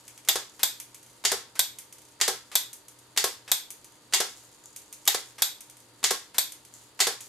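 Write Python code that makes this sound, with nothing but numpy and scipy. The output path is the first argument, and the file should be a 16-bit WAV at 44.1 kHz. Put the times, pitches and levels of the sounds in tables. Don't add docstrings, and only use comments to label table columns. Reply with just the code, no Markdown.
import sys
import numpy as np
from scipy import signal
from scipy.fft import rfft, irfft, next_fast_len
from scipy.io import wavfile
from scipy.ndimage import uniform_filter1d

SR = 44100
rng = np.random.default_rng(int(sys.argv[2]) if len(sys.argv) > 2 else 0)


def digitize_waveform(pressure):
    field = np.atleast_2d(pressure).T
    bounded = np.clip(field, -1, 1)
    quanta = np.round(bounded * 32767).astype(np.int16)
    wavfile.write(sys.argv[1], SR, quanta)


N = 321048

# pitch in Hz, level in dB.
HUM_TONES = [(81, -84), (242, -84), (301.5, -71.5), (511, -77), (598, -79.5), (899, -76.5), (937, -73.5),
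             (1200, -84), (4697, -76)]
THROB_HZ = (120, 121.37)
# frequency in Hz, fade time in seconds.
ROOM_FADE = [(150, 0.31), (500, 0.21), (2000, 0.34), (5000, 0.32), (9000, 0.27), (14000, 0.25)]
# frequency in Hz, level of the sides against the middle in dB.
HISS_WIDTH = [(100, -13), (500, -7.5), (1500, -4), (6000, 0.5)]
ROOM_WIDTH = [(300, -22), (700, -10.5), (1500, -4.5), (5000, -1.5), (13000, -3)]
DIRECT_WIDTH = [(300, -24), (1000, -24), (3000, -18), (8000, -6), (13000, -8)]
# frequency in Hz, left against right in dB.
LEFT_LEAN = [(100, 1.5), (400, 2), (1300, 1), (4400, -0.5), (8500, -1.5), (10500, 0.5), (12400, 3)]

# frequency in Hz, level in dB.
HISS_COLOUR = [(15, -54), (25, -14), (116, -6), (178, -7), (410, -3), (648, -9), (945, -7.5), (2120, -13.5),
               (2300, -17.5), (2490, -15), (4620, -12.5), (5730, -24), (9550, -17), (13200, -28),
               (15500, -48)]
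QUEUE_COLOUR = [(1000, -14.5), (4000, -11), (7000, -7), (13000, -11.5), (15000, -26)]
BEAD_COLOUR = [(30, -44), (1200, -15), (2200, -12.5), (4000, -9.5), (6500, -2.5), (10000, 3), (11300, -7.5),
               (13000, 1), (15000, -29)]
GATE_COLOUR = [(30, -11), (100, -16.5), (280, -7), (420, -2.5), (800, 2.5), (1300, -2), (2800, -4),
               (5000, 3), (8000, 0.5), (11300, -11), (13000, 0.5), (15000, -31)]
SCRAPE_COLOUR = [(100, -16), (500, -1.5), (1800, 2.5), (3500, -1), (8000, -3.5), (11300, -8), (13000, -10),
                 (15000, -30)]
RELEASE_COLOUR = [(30, -18.5), (100, -29.5), (280, -24), (420, -13.5), (800, -3), (1300, -13.5),
                  (2800, -10.5), (5000, -1), (8000, 0), (11300, -6), (13000, 2), (15000, -27)]
PULL_COLOUR = [(30, -39), (100, -24), (280, -23.5), (420, -28), (800, -6), (1300, -3.5), (2800, -3.5),
               (5000, 1), (8000, 1.5), (11300, -6.5), (13000, -5), (15000, -22)]
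# pitch in Hz, width in Hz, boost in dB.
QUEUE_MODES = [(6940, 1600, 5)]
PING_MODE = (6900, 2000, 15)
BEAD_MODES = [(2090, 420, 4.6), (2400, 440, 6), (3230, 800, 5.6), (6380, 1100, 5.8)]
GATE_MODES = [(386, 79, 11.3), (475, 115, 10.9), (760, 96, 5.3), (1087, 38, 9.9), (1327, 62, 7.6),
              (1655, 230, 7.6), (2003, 61, 5.2), (3480, 340, 6.6), (10050, 1430, 8)]
LATE_RELEASE_MODES = [(2810, 260, 8.5), (3460, 340, 16), (3790, 130, 13.5), (7380, 600, 5), (12260, 490, 9)]
RELEASE_MODES = [(232, 250, 6.5), (1025, 58, 4.8), (1563, 460, 10.1), (1995, 85, 6.4), (2230, 210, 6.1),
                 (2500, 160, 6.3), (3397, 350, 8.1), (3534, 425, 7), (3820, 210, 9.1), (4470, 73, 9.5),
                 (7450, 380, 4.1), (8984, 140, 8.9), (12120, 420, 8.7)]
PULL_MODES = [(403, 127, 26), (516, 72, 4), (700, 41, 5.5), (770, 146, 6.5), (1970, 170, 6.5),
              (2198, 94, 5.5), (2820, 190, 3.5), (3320, 600, 6), (3740, 57, 7.5), (4110, 230, 2),
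              (4490, 330, 4), (6850, 670, 4.5), (13200, 200, 1)]
# pitch in Hz, level in dB, fade time in seconds.
PLUNGER_RING = [(3335, -21, 0.19), (3540, -10, .24), (3705, -6, 0.14), (3820, 1.5, 0.27), (3940, -8, 0.28),
                (4100, -10, 0.35), (5000, -14, 0.18), (5760, -13, .2), (7250, -14, 0.18), (7540, -19, 0.11),
                (12200, 0, .1), (12200, -4, .1)]
FRAME_RING = [(1810, -1.5, 0.16), (3515, -5, 0.11), (3870, -6, 0.2), (4520, -5, .2), (4810, 2, 0.21),
              (4730, 0, 0.16), (5460, -18, 0.086), (6860, -24, 0.1), (7300, -27, 0.12), (7800, -3, 0.15),
              (7500, -3, 0.12)]
# delay in seconds, level in dB.
REPEATS = [(0, -1), (.0031, -2), (.0095, -8)]

# start in seconds, click level in dB, shuffle level in dB, shuffle fade time in seconds.
NUDGES = [(0.0, -54, -54, 1.2), (0.497, -45, -58, 1.2), (4.295, -40, -52, 1.3), (4.373, -43, -58, 1),
          (4.451, -46, -63, 0.88), (4.639, -46, -56, .4), (4.6577, -37, -50, 0.35), (4.8192, -44, -54, 2),
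          (5.259, -43, -52, 1), (6.7392, -37, -53, 0.92), (7.21, -40, -47, .6)]
# start in seconds, level in dB, first flight in seconds,
# second flight as a share of the first, loss per bounce in dB, rattle in seconds, bass boost in dB.
DROPS = [(0.0794, -32, .0976, .735, 3, 0, 7), (0.8003, -23.5, .145, .578, 7, .15, 2),
         (1.7862, -25, .1393, .416, 6, .15, 1), (2.7306, -25.5, .152, .697, 6, 0, -6),
         (3.704, -24, .1405, .545, 9, .06, -2), (4.7618, -25, .1652, .765, 1.5, 0, 0),
         (5.6063, -28.5, .0917, .772, 4.5, .04, 0), (6.5207, -26.5, .129, .695, 9, 0, 1),
         (7.2058, -29, .14, .6, 6, 0, 5)]
# start in seconds, slam level in dB, gate level in dB,
# treble boost in dB, kind ("white" is plain, "dark" adds a steely clack, "hold" keeps the plunger in).
CYCLES = [(0.2866, -10, -11, -4.5, "dark"), (1.2505, -5, -8, -4.5, "white"),
          (2.2121, -5.5, -7, -3, "white"), (3.1742, -6, -7.5, 0.5, "white"), (4.136, -5, -8, -5.5, "hold"),
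          (5.076, -8, -10.5, -3, "dark"), (6.0405, -5, -7.5, -3, "white"),
          (7.0028, -4.5, -8.5, -4.5, "hold")]
GATE_LAG_S, RELEASE_LAG_S = 0.0667, 0.3418
DARK_DELAY_S = 0.003


def amp(db):
    return 10 ** (np.asarray(db) / 20)


def unit(x):
    return x / np.sqrt(np.mean(x ** 2) + 1e-20)


def along(points, hz):
    frequencies, values = np.transpose(points)
    return np.interp(np.log(hz + 1), np.log(frequencies + 1), values)


def filtered(x, response):
    length = x.shape[-1]
    padded = next_fast_len(length + SR // 10)
    return irfft(rfft(x, padded) * response(np.fft.rfftfreq(padded, 1 / SR)), padded)[..., :length]


def add(track, start_s, x):
    start = max(round(start_s * SR), 0)
    part = x[..., :N - start]
    track[..., start:start + part.shape[-1]] += part


def stereo(pair, width):
    side = filtered(pair[1], lambda hz: amp(along(width, hz)))
    return np.array([pair[0] + side, pair[0] - side])


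def body(x, colour, modes, size=4096):
    hz = np.fft.rfftfreq(size, 1 / SR)
    peaks_db = sum(boost / (1 + (2 * (hz - pitch) / width) ** 2) for pitch, width, boost in modes)
    cepstrum = irfft(np.log(amp(along(colour, hz) + peaks_db)))
    cepstrum[1:size // 2] *= 2
    cepstrum[size // 2 + 1:] = 0
    response = irfft(np.exp(rfft(cepstrum)))
    return signal.oaconvolve(x, response[None] / np.linalg.norm(response), axes=1)[:, :N]


def clatter(envelope, passes=4):
    burst = rng.standard_normal((2, len(envelope)))
    for _ in range(passes):
        spectrum = rfft(burst * envelope)
        even = irfft(spectrum / (np.abs(spectrum) + 1e-12), len(envelope))
        burst = even / np.sqrt(np.abs(uniform_filter1d(even ** 2, size=64)) + 1e-20)
    return burst * envelope


def blows(hits, t60, rise_s, repeat_db, bass_hz, treble_hz=10500):
    track, t = np.zeros((2, N)), np.arange(SR // 10) / SR
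    power = 0
    for k, (delay, db) in enumerate(REPEATS):
        age = np.maximum(t - delay, 0)
        fade = amp(db + repeat_db * (k > 0) - 60 * age / t60)
        power += (fade * (1 - np.exp(-age / rise_s))) ** 2
    for start, db, bass_db, treble_db in hits:
        bass = lambda hz: 1 + (amp(bass_db) - 1) / (1 + 1j * hz / bass_hz)
        treble = lambda hz: amp(treble_db * (1 - 1 / (1 + (hz / treble_hz) ** 8)))
        add(track, start, amp(db) * filtered(clatter(np.sqrt(power)), lambda hz: bass(hz) * treble(hz)))
    return track


def ringing(hits, tones):
    track, t = np.zeros((2, N)), np.arange(SR // 3) / SR
    for start, db, *_ in hits:
        for hz, tone_db, t60 in tones:
            phase = 2 * np.pi * (hz * rng.normal(1, 0.00204) * t + rng.random((2, 1)))
            fade = amp(db + tone_db + rng.normal(0, 0.75) - 60 * t / t60)
            add(track, start, fade * np.sin(phase))
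    return track


def in_room(pair, echo_db, build_s):
    heard = filtered(stereo(pair, DIRECT_WIDTH),
                     lambda hz: amp(np.outer([0.5, -0.5], along(LEFT_LEAN, hz))))
    for start in range(0, N, SR):
        hz, t, noise = signal.stft(rng.standard_normal((2, SR // 3)), SR, nperseg=256)
        tail = signal.istft(noise * amp(-60 * t / along(ROOM_FADE, hz)[:, None]), SR, nperseg=256)[1]
        tail *= 1 - np.exp(-(np.arange(tail.shape[1]) / SR / build_s) ** 2)
        tail = stereo(tail / np.linalg.norm(tail[0]), ROOM_WIDTH)
        echo = signal.fftconvolve(pair[:1, start:start + SR], tail, axes=1)
        add(heard, start / SR, amp(echo_db) * echo)
    return heard


def hum_and_hiss(waver_cycles=0.28, throb_db=-73):
    t = np.arange(N) / SR
    hiss = unit(filtered(rng.standard_normal((2, N)), lambda hz: amp(along(HISS_COLOUR, hz))))
    hum = np.zeros(N)
    for hz, db in [*HUM_TONES, *[(hz, throb_db) for hz in THROB_HZ]]:
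        drift = np.interp(t, np.linspace(0, t[-1], 40), rng.standard_normal(40))
        hum += amp(db) * np.sqrt(2) * np.sin(2 * np.pi * (hz * (t - 0.14) + waver_cycles * drift))
    return amp(-60.5) * stereo(hiss, HISS_WIDTH) + hum


def queue_motion(rest_db=-62.5):
    power, t = np.full(N, amp(rest_db) ** 2), np.arange(SR) / SR
    for start, _, db, t60 in NUDGES:
        add(power, start, amp(db - 60 * t / t60) ** 2)
    return np.sqrt(power)


def queue_jostle(motion, per_second=240, t60=0.021):
    contacts = (rng.random(N) < per_second / SR) * rng.uniform(-0.66, 1, N)
    touch = clatter(amp(-60 * np.arange(SR // 50) / SR / t60))
    rustle = unit(signal.fftconvolve(contacts[None], touch, axes=1)[:, :N])
    return body(amp(-6) * motion * rustle, QUEUE_COLOUR, QUEUE_MODES)


def queue_pings(motion, per_second=45, t60=0.008, roll_db=-7, click_db=1):
    knocks = (rng.random(N) < per_second / SR) * rng.uniform(0.5, 1, N)
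    knocks *= amp(roll_db) * np.sqrt(SR / per_second) * motion
    touch = clatter(amp(-60 * np.arange(SR // 50) / SR / t60))
    track = signal.oaconvolve(np.array([knocks, knocks]), touch / np.linalg.norm(touch[0]), axes=1)[:, :N]
    for start, db, *_ in NUDGES:
        add(track, start, amp(db + click_db) * touch)
    return body(track, BEAD_COLOUR, [PING_MODE])


def bin_bounces(hop_s=0.034, hop_loss_db=2.1):
    contacts = []
    for start, db, flight, shrink, loss_db, rattle_s, bass_db in DROPS:
        contacts += [(start, db, bass_db), (start + flight, db - loss_db, bass_db)]
        third_landing = start + flight * (1 + shrink)
        for hop in range(int(rattle_s / hop_s) + 1):
            contacts.append((third_landing + hop * hop_s, db - 2 * loss_db - hop * hop_loss_db, bass_db))
    hits = [(start, db, bass_db, 0.33 * (db + 32))
            for start, db, bass_db in contacts if start < N / SR]
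    ticks = amp(-5) * blows(hits, t60=0.014, rise_s=0.00034, repeat_db=-3, bass_hz=3550)
    return body(ticks, BEAD_COLOUR, BEAD_MODES)


def beads():
    motion = queue_motion()
    sound = queue_jostle(motion) + bin_bounces() + queue_pings(motion)
    return in_room(sound, echo_db=-2, build_s=0.0012)


def gate_knock(bass_db=0, brighter_db=3):
    hits = [(start + GATE_LAG_S + DARK_DELAY_S * (kind == "dark"), db,
             bass_db, treble_db + brighter_db * (kind != "dark"))
            for start, _, db, treble_db, kind in CYCLES]
    force = amp(-9.5) * blows(hits, t60=0.04, rise_s=0.00014, repeat_db=-2, bass_hz=1510)
    return in_room(body(force, GATE_COLOUR, GATE_MODES), echo_db=-3.5, build_s=0.0021)


def late_release(level_db=-4, bass_db=1.5, treble_db=1.2):
    hits = [(start, level_db, bass_db, treble_db) for start, *_, kind in CYCLES if kind == "dark"]
    force = amp(-5) * blows(hits, t60=0.024, rise_s=0.00035, repeat_db=-2, bass_hz=1500)
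    clack = body(force, RELEASE_COLOUR, LATE_RELEASE_MODES)
    ring = amp(-42) * ringing(hits, PLUNGER_RING)
    return in_room(clack + ring, echo_db=-8, build_s=0.0038)


def plunger_scrape(hits, lead_s, t60):
    track, t = np.zeros((2, N)), np.arange(round(lead_s * SR)) / SR
    for start, db, *_ in hits:
        add(track, start - lead_s, amp(db - 60 * t / t60) * rng.standard_normal((2, len(t))))
    return body(track, SCRAPE_COLOUR, [])


def solenoid_release(level_db=-4, bass_db=-1.9, treble_db=0.9):
    hits = [(start + RELEASE_LAG_S + DARK_DELAY_S * (kind == "dark"), level_db, bass_db, treble_db)
            for start, *_, kind in CYCLES if kind != "hold"]
    force = amp(-3.5) * blows(hits, t60=0.016, rise_s=0.00041, repeat_db=-0.5, bass_hz=1540)
    clack = body(force, RELEASE_COLOUR, RELEASE_MODES)
    ring = amp(-36.5) * ringing(hits, PLUNGER_RING)
    scrape = amp(-37.5) * plunger_scrape(hits, lead_s=0.038, t60=0.25)
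    return in_room(clack + ring + scrape, echo_db=-5, build_s=0.0014)


def solenoid_pull(dark_bass_db=3, dark_treble_db=7):
    hits = [(start, db, dark_bass_db * (kind == "dark"), treble_db + dark_treble_db * (kind == "dark"))
            for start, db, _, treble_db, kind in CYCLES]
    hits += [(start + 0.0065, -10, -2, 4) for start, *_, kind in CYCLES if kind == "hold"]
    force = amp(-6.5) * blows(hits, t60=0.024, rise_s=0.00029, repeat_db=-1, bass_hz=1510)
    slam = body(force, PULL_COLOUR, PULL_MODES)
    ring = amp(-32) * ringing(hits, FRAME_RING)
    scrape = amp(-29) * plunger_scrape(hits, lead_s=0.011, t60=0.068)
    return in_room(slam + ring + scrape, echo_db=-1.5, build_s=0.0017)


def scene():
    machine = solenoid_pull() + late_release() + gate_knock() + solenoid_release()
    return machine + beads() + hum_and_hiss()


def record(dry, ceiling=0.61, top_hz=15600):
    rounded = dry / (1 + (dry / ceiling) ** 4) ** (1 / 4)
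    return filtered(rounded, lambda hz: 1 / np.sqrt(1 + (hz / top_hz) ** 120))


dry = scene()
out = record(dry)
digitize_waveform(out)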